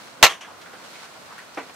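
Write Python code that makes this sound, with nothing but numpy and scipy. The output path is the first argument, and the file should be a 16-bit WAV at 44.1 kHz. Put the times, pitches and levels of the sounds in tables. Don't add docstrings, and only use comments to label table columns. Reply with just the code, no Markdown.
import sys
import numpy as np
from scipy import signal
from scipy.fft import rfft, irfft, next_fast_len
from scipy.io import wavfile
from scipy.ndimage import map_coordinates

SR = 44100
rng = np.random.default_rng(int(sys.argv[2]) if len(sys.argv) > 2 else 0)


def bounce(signal):
    frames = np.transpose(np.atleast_2d(signal))
    limited = np.clip(frames, -1, 1)
    pcm = np.round(limited * 32767).astype(np.int16)
    wavfile.write(sys.argv[1], SR, pcm)


N = 77175
T = np.arange(N) / SR

SPARK_START_S, SPARK_GAIN_DB, SPARK_PAN_DB = .2272, 2.8, -.5
GRAIN_KNOTS_PER_S, GRAIN_SCATTER_DB = 2000, 3.5
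THUMP_GAIN_DB, THUMP_TIME_S = -20, .002
# [hz, density_db_per_hz]
SPARK_SPECTRUM = [(20, -40), (100, -20), (250, -16), (500, -9), (790, -4), (1080, -5), (1500, -9),
                  (1900, -3), (2400, -6), (2750, -3), (3300, -8), (4000, -4), (5000, -12), (6200, -8),
                  (7500, -13), (9000, -26), (11800, -16), (15400, -26)]
# [hz, correlation]
SPARK_CORRELATION = [(60, .99), (300, .97), (950, .8), (3800, .7), (8000, .4), (15000, 0)]
# [hz, t60_s]
ROOM_DECAY = [(60, .07), (300, .11), (1000, .13), (3000, .125), (6000, .115), (14000, .1)]
# [start_s, level_db, rise_s, t60_s, dull_above_hz]
LATE_ECHOES = [(.288, -19.5, .02, .19, 16000), (.4065, -34.5, .005, .24, 12000)]
# [hz, density_db_per_hz]
ECHO_SPECTRUM = [(120, -42), (200, -14), (780, -4), (1170, 0), (1350, -8), (1600, -2), (2250, -4),
                 (2700, -4), (3200, 0), (3500, -5), (4000, -18), (5200, -15), (6100, -10), (6800, -13),
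                 (7300, -21), (8300, -17), (12000, -24), (15400, -34)]
# [pitch_hz, level_db, t60_s]
METAL_MODES = [(791, -14, .16), (1080, -15, .16), (1347, -11, .16), (1794, -15, .15), (1844, -16, .15),
               (1985, -16, .15), (2080, -17, .15), (2654, -14, .14), (2769, -14, .14), (3130, -19, .17),
               (3410, -18, .14), (4050, -13, .1), (6045, -20, .13)]

KNOCK_START_S, RING_GAIN_DB, THUD_GAIN_DB, THUD_T60_S = 1.5712, -37, -25.5, .2
SAG_FRACTION, SAG_TIME_S = .28, .022
# [pitch_hz, relative_level_db, t60_s]
BENCH_MODES = [(258, 2, .25), (430, -1, .12), (650, 0, .12), (960, -2, .1), (1200, -2, .08),
               (1600, -6, .08)]
# [hz, density_db_per_hz]
THUD_SPECTRUM = [(60, -50), (150, -19), (300, -4), (500, -2), (1130, -3), (1500, -7), (2370, -9),
                 (2900, -18), (6000, -32), (12000, -48)]

TICK_RISE_S, TICK_CORRELATION = .001, .7
# [start_s, level_db, centre_hz, width_hz, t60_s]
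CONTACTS = [(.042, -48, 6000, 6000, .03), (.072, -44, 1300, 900, .07), (.21, -36, 500, 600, .4),
            (.412, -45, 6000, 1200, .1), (.445, -39, 1600, 700, .12), (.475, -43, 900, 900, .5),
            (.613, -43, 2300, 3500, .15), (.656, -43, 1500, 1000, .2), (.73, -40, 1460, 900, .15),
            (.733, -43, 600, 400, .12), (.84, -45, 600, 900, .25), (.953, -44, 2300, 900, .1),
            (1.027, -43, 1200, 1300, .3), (1.159, -40, 800, 1500, .03), (1.305, -42.5, 1200, 900, .35),
            (1.328, -47, 4200, 2000, .04), (1.3785, -38, 1650, 800, .25), (1.381, -49, 7000, 7000, .08),
            (1.445, -55, 9500, 3000, .05), (1.5455, -40, 5000, 2500, .035), (1.632, -46, 5800, 1500, .02),
            (1.695, -35, 800, 1500, .06), (1.74, -47, 8300, 5000, .04)]

# [time_s, level_db]
RUSTLE_LEVEL = [(0, -48), (.08, -47), (.14, -51), (.2, -55), (.46, -60), (.6, -55), (.72, -55), (.8, -49),
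                (.85, -46), (.89, -46.5), (.96, -43.5), (1.06, -45.5), (1.1, -50), (1.3, -50), (1.4, -49.5),
                (1.52, -52), (1.6, -46), (1.66, -51), (1.75, -51)]
# [hz, density_db_per_hz]
CLOTH_SPECTRUM = [(120, -40), (300, -12), (600, -6), (1400, -5), (2200, -4), (3300, -7), (4200, -5),
                  (5000, -8), (8000, -14), (15400, -27)]

HISS_LEVEL_DB, BACKGROUND_PAN_DB = -45.7, -1
# [hz, density_db_per_hz]
HISS_SPECTRUM = [(20, -47), (45, -30), (65, -14), (190, -3), (280, -2), (370, -4), (670, 0), (850, -2),
                 (1080, -1), (1250, -3), (1420, 0), (1700, -7), (2500, -10), (3900, -13), (4200, -10),
                 (4500, -14), (8000, -18), (15400, -28)]
# [hz, correlation]
HISS_CORRELATION = [(60, 0.96), (240, 0.35), (950, 0.39), (3770, 0.02), (15000, -0.11)]

CLIP_CEILING, CLIP_HARDNESS = .97, 6
BAND_LIMIT_HZ = 15900


def amp(db):
    return 10 ** (np.asarray(db) / 20)


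def unit(x):
    return x / np.sqrt(np.mean(x ** 2) + 1e-20)


def along(points, hz):
    point_hz, value = np.transpose(points)
    return np.interp(np.log(hz + 1), np.log(point_hz + 1), value)


def spectrum_gain(points):
    return lambda hz: amp(along(points, hz))


def filtered(x, response):
    size = next_fast_len(x.shape[-1] + 8192)
    spectrum = rfft(x, size) * response(np.fft.rfftfreq(size, 1 / SR))
    return irfft(spectrum, size)[..., :x.shape[-1]]


def stereo_noise(gain, correlation, size=N, grain=1):
    def mid_side_gain(hz):
        angle = np.arccos(np.clip(along(correlation, hz), -1, 1)) / 2
        return gain(hz) * [np.cos(angle), np.sin(angle)]

    mid, side = filtered(grain * rng.standard_normal((2, size)), mid_side_gain)
    return unit(np.array([mid + side, mid - side]))


def burst(start_s, rise_s, t60_s, t=T):
    age = np.maximum(t - start_s, 0)
    return (1 - np.exp(-age / rise_s)) * amp(-60 * age / t60_s)


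def wobble(rate):
    knots = rng.standard_normal(int(N * rate / SR) + 4)
    return map_coordinates(knots, [T * rate])


def pan(db):
    return amp([[db / 2], [-db / 2]])


def snap_tail():
    grain = amp(GRAIN_SCATTER_DB * wobble(GRAIN_KNOTS_PER_S))
    arrivals = stereo_noise(spectrum_gain(SPARK_SPECTRUM), SPARK_CORRELATION, grain=grain)
    hz, frame_s, bands = signal.stft(arrivals, SR, nperseg=256)
    frame_age = np.maximum(frame_s - SPARK_START_S, 0)
    decay = amp(-60 * frame_age / along(ROOM_DECAY, hz)[:, None])
    tail = signal.istft(bands * decay, SR, nperseg=256)[1][:, :N]
    return amp(SPARK_GAIN_DB) * tail * (T >= SPARK_START_S)


def low_thump():
    age = np.maximum(T - SPARK_START_S, 0) / THUMP_TIME_S
    return amp(THUMP_GAIN_DB) * np.e * age * np.exp(-age) * (1 - age / 4)


def late_echoes():
    out = np.zeros((2, N))
    for start_s, level_db, rise_s, t60_s, dull_hz in LATE_ECHOES:
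        dulled = lambda hz: amp(along(ECHO_SPECTRUM, hz)) / (1 + (hz / dull_hz) ** 4)
        out += amp(level_db) * burst(start_s, rise_s, t60_s) * stereo_noise(dulled, SPARK_CORRELATION)
    return out


def spark():
    return pan(SPARK_PAN_DB) * (snap_tail() + low_thump() + late_echoes())


def metal():
    age = np.maximum(T - SPARK_START_S, 0)
    common_phase = rng.uniform(0, 2 * np.pi, (len(METAL_MODES), 1, 1))
    phases = common_phase + rng.normal(0, .4, (len(METAL_MODES), 2, 1))
    out = np.zeros((2, N))
    for (pitch_hz, level_db, t60_s), phase in zip(METAL_MODES, phases):
        envelope = amp(level_db) * burst(SPARK_START_S, .002, t60_s)
        out += envelope * np.sin(2 * np.pi * pitch_hz * age + phase)
    return out


def knock():
    age = np.maximum(T - KNOCK_START_S, 0)
    warped_age = age + SAG_FRACTION * SAG_TIME_S * (1 - np.exp(-age / SAG_TIME_S))
    ring = np.zeros(N)
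    for pitch_hz, level_db, t60_s in BENCH_MODES:
        envelope = amp(level_db) * burst(KNOCK_START_S, .001, t60_s)
        ring += envelope * np.sin(2 * np.pi * pitch_hz * warped_age)
    noise = stereo_noise(spectrum_gain(THUD_SPECTRUM), [(1000, .8)])
    thud = burst(KNOCK_START_S, .003, THUD_T60_S) * noise
    return amp(RING_GAIN_DB) * ring + amp(THUD_GAIN_DB) * thud


def ticks():
    size = SR // 3
    out = np.zeros((2, N + SR))
    for start_s, level_db, centre_hz, width_hz, t60_s in CONTACTS:
        def resonance(hz):
            damping = (hz * width_hz) ** 2
            return damping / ((centre_hz ** 2 - hz ** 2) ** 2 + damping)

        puff = stereo_noise(resonance, [(1000, TICK_CORRELATION)], size=size)
        envelope = amp(level_db) * burst(0, TICK_RISE_S, t60_s, T[:size])
        first = round(start_s * SR)
        out[:, first:first + size] += envelope * puff
    return out[:, :N]


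def rustle():
    time_s, level_db = np.transpose(RUSTLE_LEVEL)
    grain = amp(1.5 * wobble(600))
    cloth = stereo_noise(spectrum_gain(CLOTH_SPECTRUM), HISS_CORRELATION, grain=grain)
    return amp(np.interp(T, time_s, level_db) + .8 * wobble(25)) * cloth


def hiss():
    noise = stereo_noise(spectrum_gain(HISS_SPECTRUM), HISS_CORRELATION)
    return amp(HISS_LEVEL_DB + .8 * wobble(8)) * noise


def scene():
    handling = knock() + ticks() + rustle()
    return spark() + metal() + pan(BACKGROUND_PAN_DB) * (handling + hiss())


def record(dry):
    overload = np.abs(dry / CLIP_CEILING) ** CLIP_HARDNESS
    clipped = dry / (1 + overload) ** (1 / CLIP_HARDNESS)
    return filtered(clipped, lambda hz: np.clip((BAND_LIMIT_HZ - hz) / 300, 0, 1))


dry = scene()
out = record(dry)
bounce(out)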